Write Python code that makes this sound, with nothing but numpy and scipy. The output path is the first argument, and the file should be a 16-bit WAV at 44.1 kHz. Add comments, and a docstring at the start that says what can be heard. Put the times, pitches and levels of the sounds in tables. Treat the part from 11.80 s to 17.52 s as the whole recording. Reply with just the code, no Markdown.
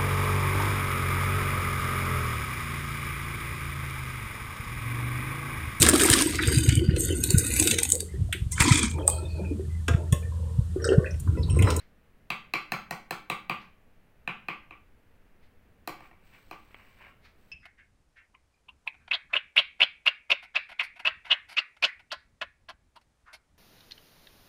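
"""A metal spoon is tapped on a hand-held jar to knock powder off it, in a small hard-walled room.
Each blow sums short damped modes, a dead click and a gritty tick; the spoon itself rings on faintly.
A near wall slaps the hollow clack back, and lingering modes and diffuse echoes form the room's reply.
The spoon knocks again, followed by two fainter knocks, then the jar is set down on a table and nudged:
noise shaped into rubs and base clicks. A faint high hiss swells and fades.
Something turning, perhaps a fan, swishes faintly over a steady floor."""
import sys
import numpy as np
from scipy import signal
from scipy.fft import rfft, irfft, next_fast_len
from scipy.io import wavfile
from scipy.ndimage import uniform_filter1d, map_coordinates

SR = 44100
rng = np.random.default_rng(int(sys.argv[2]) if len(sys.argv) > 2 else 0)


def wav_record(signal):
    """Record a signal, one row per channel, as 16-bit PCM in the file named by sys.argv[1]."""
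    frames = np.transpose(np.atleast_2d(signal))
    bounded = np.clip(frames, -1, 1)
    # unit amplitude maps onto the largest positive 16-bit level
    quanta = np.round(bounded * 32767).astype(np.int16)
    wavfile.write(sys.argv[1], SR, quanta)


N = 252119  # length in samples


def amp(db):
    """Level to gain: 20 dB is a factor of ten in amplitude."""
    return 10 ** (np.asarray(db) / 20)


def unit(x):
    """Power normalisation: scale to rms 1."""
    return x / np.sqrt(np.mean(x ** 2) + 1e-20)


def blows(rows, size=530):
    """Energy normalisation: each row gets the energy of 12 ms (size in samples) at rms 1."""
    energy = np.sum(rows ** 2, axis=-1, keepdims=True)
    return rows / np.sqrt(energy / size)


def along(points, hz):
    """Logarithmic frequency scale: interpolate (Hz, value) points along it."""
    f, v = np.transpose(points)
    return np.interp(np.log(hz + 1), np.log(f + 1), v)


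def wobble(rate):
    """Random modulation: a smooth curve through rate random knots a second."""
    knots = rng.standard_normal(int(N * rate / SR) + 4)
    return map_coordinates(knots, [np.arange(N) * rate / SR])


def swell(start, length, rise, fall):
    """Exponential envelope: grows to 1 at the start, holds for the length, then dies away (all in s)."""
    t = np.arange(N) / SR - start
    return np.exp(np.minimum(t, 0) / rise - np.maximum(t - length, 0) / fall)


def filtered(x, response):
    """Linear filtering: multiply the spectrum of x by a response of frequency."""
    m = next_fast_len(len(x) + 8192)
    gain = response(np.fft.rfftfreq(m, 1 / SR))
    return irfft(rfft(x, m) * gain, m)[:len(x)]


def butter(band, order=4):
    """Band-pass filtering: steep edges at the two frequencies of the band."""
    return signal.butter(order, band, "bandpass", fs=SR, output="sos")


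def noise(colour, size=N):
    """Coloured noise: random samples of rms 1 with a (Hz, dB) spectrum."""
    white = rng.standard_normal(size)
    return unit(filtered(white, lambda hz: amp(along(colour, hz))))


def add(track, s, sound):
    """Superposition: mix a sound into the track at time s."""
    part = track[max(round(s * SR), 0):][:len(sound)]
    part += sound[:len(part)]


# Spectrum of the room rumble and microphone hiss.
# Each row: frequency in Hz, relative level in dB.
FLOOR_COLOUR = [(10, 5), (22, -1), (40, -5), (80, -6), (115, -10.5), (160, -14), (210, -11.5), (320, -19.5),
                (480, -18.5), (1000, -27), (1800, -26), (2600, -30), (3600, -38.5), (5000, -43),
                (7500, -46), (15000, -43)]
FLOOR_DB = -59  # rms level


def background():
    """Stationary noise: steady room rumble and microphone hiss."""
    return amp(FLOOR_DB) * noise(FLOOR_COLOUR)


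# Spectrum of the turning swish. Each row: frequency in Hz, relative level in dB.
SWISH_COLOUR = [(400, -15), (1000, -5.5), (2200, 3), (3200, -8), (4100, -5), (5600, -15.5), (7500, -27.5),
                (14000, -29)]
SWISH_FIRST_S, SWISH_PERIOD_S = 0.0, .909  # one swish a turn
SWISH_RISE_S, SWISH_FALL_S = .016, .04
SWISH_DB, SWISH_SCATTER_DB = -61.5, 3.5  # mean and spread of the peak levels


def swishes():
    """Periodic amplitude modulation: noise swells once a turn, a little more than once a second."""
    passes = np.zeros(N)
    for s in np.arange(SWISH_FIRST_S, N / SR, SWISH_PERIOD_S):
        level_db = SWISH_DB - SWISH_SCATTER_DB * rng.normal()
        passes += amp(level_db) * swell(s, 0, SWISH_RISE_S, SWISH_FALL_S)
    return passes * noise(SWISH_COLOUR)


# Registers of a blow, from low to high: thud, hollow, knock, clack, clink and tick.
# Each row: middle frequency in Hz, gain in dB for a blow on the wall, gain in dB for one on the rim.
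REGISTERS = [(265, -3, -7), (716, 3, -4.5), (1378, 0.3, 0.07), (2380, -5, 6), (3820, -5, -1),
             (8900, -3, -9)]
CUSHION_DB, CUSHION_HZ = 19.5, 3050  # greatest treble loss of a padded blow, and where it sets in


def blow_colour(strength_db, place, cushion):
    """Excitation spectrum: the wall sounds hollow, the rim clacks, and a padded blow loses its treble."""
    hz, wall_db, rim_db = np.transpose(REGISTERS)
    place_db = wall_db + np.clip(place, 0, 1) * (rim_db - wall_db)
    treble = 1 / (1 + (CUSHION_HZ / hz) ** 12)
    return strength_db + place_db - np.clip(cushion, 0, 1) * CUSHION_DB * treble


# Edges in Hz of the five registers below the tick.
REGISTER_EDGES = [130, 540, 950, 2000, 2900, 5000]
# Modes of the jar and spoon, damped by the hands.
# Each row: mean frequency in Hz, mean level in dB within its register, t60 in seconds.
JAR_MODES = [(192.7, 4, .026), (312, -2.5, 0.041), (520, -9.5, 0.038), (730.5, 5, 0.025),
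             (787, -43, 0.0115), (1057, -8.5, 0.013), (1190, -1.5, 0.037), (1498, -4.5, 0.026),
             (1786, 0, 0.023), (1850, -5.5, 0.026), (2350, -21.5, 0.0372), (2407, -4.5, 0.018),
             (2675, -1, 0.012), (3120, -2.5, 0.026), (3440, -28, 0.023), (4020, -0.5, 0.014),
             (4000, 2, 0.016), (4060, 2, 0.016), (4730, -7, 0.016)]
# Spectrum of the contact noise. Each row: frequency in Hz, relative level in dB.
TICK_COLOUR = [(3000, -31), (4900, -8.5), (5600, 3), (6400, -2), (7500, -5.5), (8300, 1.5), (9300, -4),
               (11000, -3), (12000, 0), (13200, -7), (14800, 4.5), (16000, -4)]
# Energy share of toneless click, 0 to 1: first towards the microphone, then all round.
DEAD_SHARES = [.08, .55]
DETUNE, MODE_SCATTER_DB = .006, 7.5  # spread from blow to blow: fraction of the pitch, level
SNAP_T60, GRIT_T60, GRIT_DB = 0.013, 0.03, -10  # s, s, grit relative to snap


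def tap(strengths_db):
    """Modal impact: damped modes, a dead click and a gritty tick, towards the microphone and all round."""
    t = np.arange(SR // 12) / SR
    modes = np.zeros((len(strengths_db) - 1, len(t)))
    for k, (hz, db, t60) in enumerate(JAR_MODES):
        # pitch and level of each mode vary randomly from blow to blow
        tone = np.sin(2 * np.pi * hz * (1 + DETUNE * rng.normal()) * t)
        decay = amp(db + MODE_SCATTER_DB * rng.normal() - 60 * t / t60)
        register = np.searchsorted(REGISTER_EDGES, hz) - 1
        modes[register] += (-1) ** k * tone * decay
    bands = [butter(band) for band in zip(REGISTER_EDGES, REGISTER_EDGES[1:])]
    ring = blows(np.array([signal.sosfilt(band, row) for band, row in zip(bands, modes)]))

    # countless dead modes merge into a plain click in each register
    impulse = 1. * (t == 0)
    click = blows(np.array([signal.sosfilt(band, impulse) for band in bands]))

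    # the hard edge snaps, then grains of powder crunch under it
    snap = amp(-60 * t / SNAP_T60)
    grit = amp(GRIT_DB - 60 * t / GRIT_T60)
    tick = noise(TICK_COLOUR, size=len(t)) * (snap + grit)

    sent = []
    for dead in DEAD_SHARES:
        body = np.sqrt(1 - dead) * ring + np.sqrt(dead) * click
        sent.append(amp(strengths_db) @ blows(np.vstack([body, tick])))
    return sent


# Decay time of the diffuse echoes. Each row: frequency in Hz, t60 in seconds.
ROOM_T60 = [(150, 0.6), (400, 0.22), (900, 0.35), (2400, .37), (4000, 0.34), (8000, .26), (15000, 0.27)]


def room_tail(build=0.0059):
    """Diffuse reverberation: echoes of energy 1 build up (in s) and die at each frequency's own speed."""
    hz, t, z = signal.stft(rng.standard_normal(SR // 2), SR, nperseg=256)
    decay = amp(-60 * t / along(ROOM_T60, hz)[:, None])
    tail = signal.istft(z * decay, SR, nperseg=256)[1][:SR // 2]
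    tail *= 1 - np.exp(-(np.arange(len(tail)) / SR / build) ** 2)
    # the many echoes spread their energy evenly over frequency
    spectrum = rfft(tail)
    power = uniform_filter1d(abs(spectrum) ** 2, size=70)
    even = irfft(spectrum / np.sqrt(power))[:SR * 2 // 5]
    return even / np.linalg.norm(even)


# Colour of the diffuse echoes. Each row: frequency in Hz, relative gain in dB.
ROOM_GAIN = [(80, -4), (160, 0.5), (250, 5.5), (370, 0), (540, 1), (730, -2.5), (930, -2.5), (1400, 7.5),
             (1700, -6), (2200, 2), (2520, -2), (2780, -1), (3000, 3), (4300, -3.5), (7500, 1), (10000, -6)]
# Lingering modes of the room. Each row: frequency in Hz, relative level in dB, t60 in seconds.
ROOM_MODES = [(157, -7.5, 0.096), (368, 7, 0.055), (1048, -1.5, 0.3), (1126, 5, 0.2), (1335, 12.5, 0.2),
              (1450, -7, 0.13), (2345, 0.5, 0.25), (2354, 14, 0.061), (2825, -2.5, .3), (2607, -12, 0.12)]
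# Colour of the wall's echo. Each row: frequency in Hz, relative gain in dB.
SLAP_COLOUR = [(300, 6), (1700, -31), (2400, 6.5), (3300, -20), (6000, 0), (15000, -9)]
SLAP_S = 0.018  # delay of the wall's echo
DIFFUSE_DB, SLAP_DB, MODES_DB = -1.0, -8, -52  # added to the tables above
DRIFT = 0.18  # energy share of the tail drawn afresh each time


def room(shared):
    """Room impulse response: a wall slap, lingering modes and a tail that drifts as the jar moves."""
    t = np.arange(len(shared)) / SR
    tail = np.sqrt(1 - DRIFT) * shared + np.sqrt(DRIFT) * room_tail()
    answer = amp(DIFFUSE_DB) * filtered(tail, lambda hz: amp(along(ROOM_GAIN, hz)))
    late = np.maximum(t - SLAP_S, 0)
    for hz, db, t60 in ROOM_MODES:
        answer += amp(MODES_DB + db - 60 * late / t60) * np.sin(2 * np.pi * hz * late)
    # the rim throws mostly its clack towards the wall
    impulse = 1. * (np.arange(len(t)) == round(SLAP_S * SR))
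    return answer + amp(SLAP_DB) * filtered(impulse, lambda hz: amp(along(SLAP_COLOUR, hz)))


# The steel spoon's own faint ring between the fingers.
# Each row: mean frequency in Hz, mean relative level in dB, t60 in seconds.
SPOON_MODES = [(1117, -15, 0.86), (2210, -7, 0.51), (2304, -1.5, 0.47), (3040, -13, 0.13),
               (3970, -11.5, .15)]


def spoon(detune=.004, scatter_db=2):
    """Free vibration: lightly damped modes ring on, a little differently with each grip."""
    t = np.arange(SR // 2) / SR
    ring = np.zeros(len(t))
    for hz, db, t60 in SPOON_MODES:
        decay = amp(db + scatter_db * rng.normal() - 60 * t / t60)
        ring += decay * np.sin(2 * np.pi * hz * (1 + detune * rng.normal()) * t)
    return ring * (1 - np.exp(-t / 0.015))  # the ring builds up over about 15 ms


# Blows of spoon against jar, and at 4.71 s the jar meeting the table.
# Each row: start in seconds, strength in dB before the register gains, place from the hollow wall (0)
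# to the hard rim (1), cushion from a bare hit (0) to a padded, glancing one (1).
TAPS = [(0.503, -36, .97, 0.1), (0.737, -33.5, .97, 0.07), (0.92, -33.5, 0.52, .1),
        (1.109, -38, 0.09, 0.05), (1.3081, -36.5, 0.28, 0.01), (1.4994, -34, 0.65, 0.1),
        (1.6963, -33.5, 0.76, 0.4), (2.4757, -36.5, 0.97, .6), (2.6845, -37.5, 0.96, .58),
        (2.9082, -52.5, 0.92, 0.79), (4.075, -40, 0.08, 0.01), (4.2052, -57.5, 0, 0.8),
        (4.3116, -62.5, 0.2, .95), (4.7113, -46, 0.32, 0.38)]
TAP_ROOM_DB, SPOON_DB = -0.65, -9  # share of each blow sent into the room, gain of the spoon's ring


def taps():
    """Direct and reverberant sound: every contact is heard straight and convolved with the room."""
    track, shared = np.zeros(N), room_tail()
    for s, strength_db, place, cushion in TAPS:
        strengths_db = blow_colour(strength_db, place, cushion)
        near, spread = tap(strengths_db)
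        add(track, s, near)
        add(track, s, amp(TAP_ROOM_DB) * signal.fftconvolve(spread, room(shared)))
        # the spoon is shaken as hard as the jar's hollow body is struck
        add(track, s, amp(SPOON_DB + strengths_db[1]) * spoon())
    return track


# Slides of jar and spoon.
# Each row: middle in seconds, half length (standard deviation) in seconds, direct level in dB.
RUBS = [(4.233, 0.039, -61.5), (4.503, 0.088, -69), (4.552, 0.02, -63), (4.873, 0.051, -73.5),
        (4.973, 0.033, -62), (5.093, 0.068, -67), (5.219, 0.023, -56), (5.268, 0.021, -56)]
# Spectrum of the slides. Each row: frequency in Hz, relative level in dB.
RUB_COLOUR = [(150, -16), (350, -15), (600, -6.5), (1120, 2), (1330, -9), (1550, 1.5), (2000, 1),
              (2650, 1.5), (2900, -2), (3200, -15.5), (5000, -23), (9000, -66)]


def rubs(grain_db=3.5, echo_db=-3):
    """Stick-slip friction: grainy noise in short strokes and its echo, while the jar is put down."""
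    t = np.arange(N) / SR
    strokes = sum(amp(db) * np.exp(-((t - s) / half) ** 2 / 2) for s, half, db in RUBS)
    rub = strokes * unit(noise(RUB_COLOUR) * amp(grain_db * wobble(300)))
    echo = signal.fftconvolve(rub, room(room_tail()))[:N]
    return rub + amp(echo_db) * echo


# Faint high hiss that swells and fades; the row at 4.539 s is a short faint puff on the turning swish.
# Each row: start in seconds, length in seconds, level in dB before the common trim.
HISS_SWELLS = [(4.225, .04, -67), (4.466, .82, -69), (4.539, 0.014, -72), (5.606, .11, -73)]
# Spectrum of the hiss. Each row: frequency in Hz, relative level in dB.
HISS_COLOUR = [(2000, 10), (4200, 8.5), (5600, 1.5), (7000, -3.5), (8200, 7.5), (9500, -11), (15000, 5.5)]
HISS_RISE_S, HISS_FALL_S = 0.033, 0.046


def hiss_swells(trim_db=-1, flutter_db=2.0):
    """Amplitude modulation: fluttering high noise swells and fades."""
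    swells = sum(amp(db) * swell(s, length, HISS_RISE_S, HISS_FALL_S) for s, length, db in HISS_SWELLS)
    hiss = unit(noise(HISS_COLOUR) * amp(flutter_db * wobble(360)))
    return amp(trim_db) * swells * hiss


# The jar's base clicking on the table, close and dry. Each row: start in seconds, level in dB.
BASE_CLICKS = [(4.908, -63.5), (4.9443, -48.5)]
# Spectrum of the base clicks. Each row: frequency in Hz, relative level in dB.
BASE_COLOUR = [(120, -16), (400, 2), (750, 1.5), (1200, 8), (1700, -27), (2300, 16), (2800, -16),
               (3200, -3), (3700, -17), (9000, -36)]
BASE_TOP_HZ = 3400  # the broad base gives little treble


def base_clicks(t60=0.013):
    """Heavily damped impact: the base meets the table with a short dead click."""
    track, t = np.zeros(N), np.arange(SR // 20) / SR
    dull = signal.butter(8, BASE_TOP_HZ, fs=SR, output="sos")
    for s, db in BASE_CLICKS:
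        burst = noise(BASE_COLOUR, size=len(t)) * amp(-60 * t / t60)
        add(track, s, amp(db) * blows(signal.sosfilt(dull, burst)))
    return track


def scene():
    """Superposition: all sources add at one microphone."""
    mix = taps() + base_clicks() + rubs() + hiss_swells() + swishes() + background()
    return mix[None]


TOP_HZ = 15800  # band limit


def record(dry):
    """Band limiting: the recorder keeps nothing above its top frequency."""
    return np.array([filtered(channel, lambda hz: hz < TOP_HZ) for channel in dry])


dry = scene()
out = record(dry)
wav_record(out)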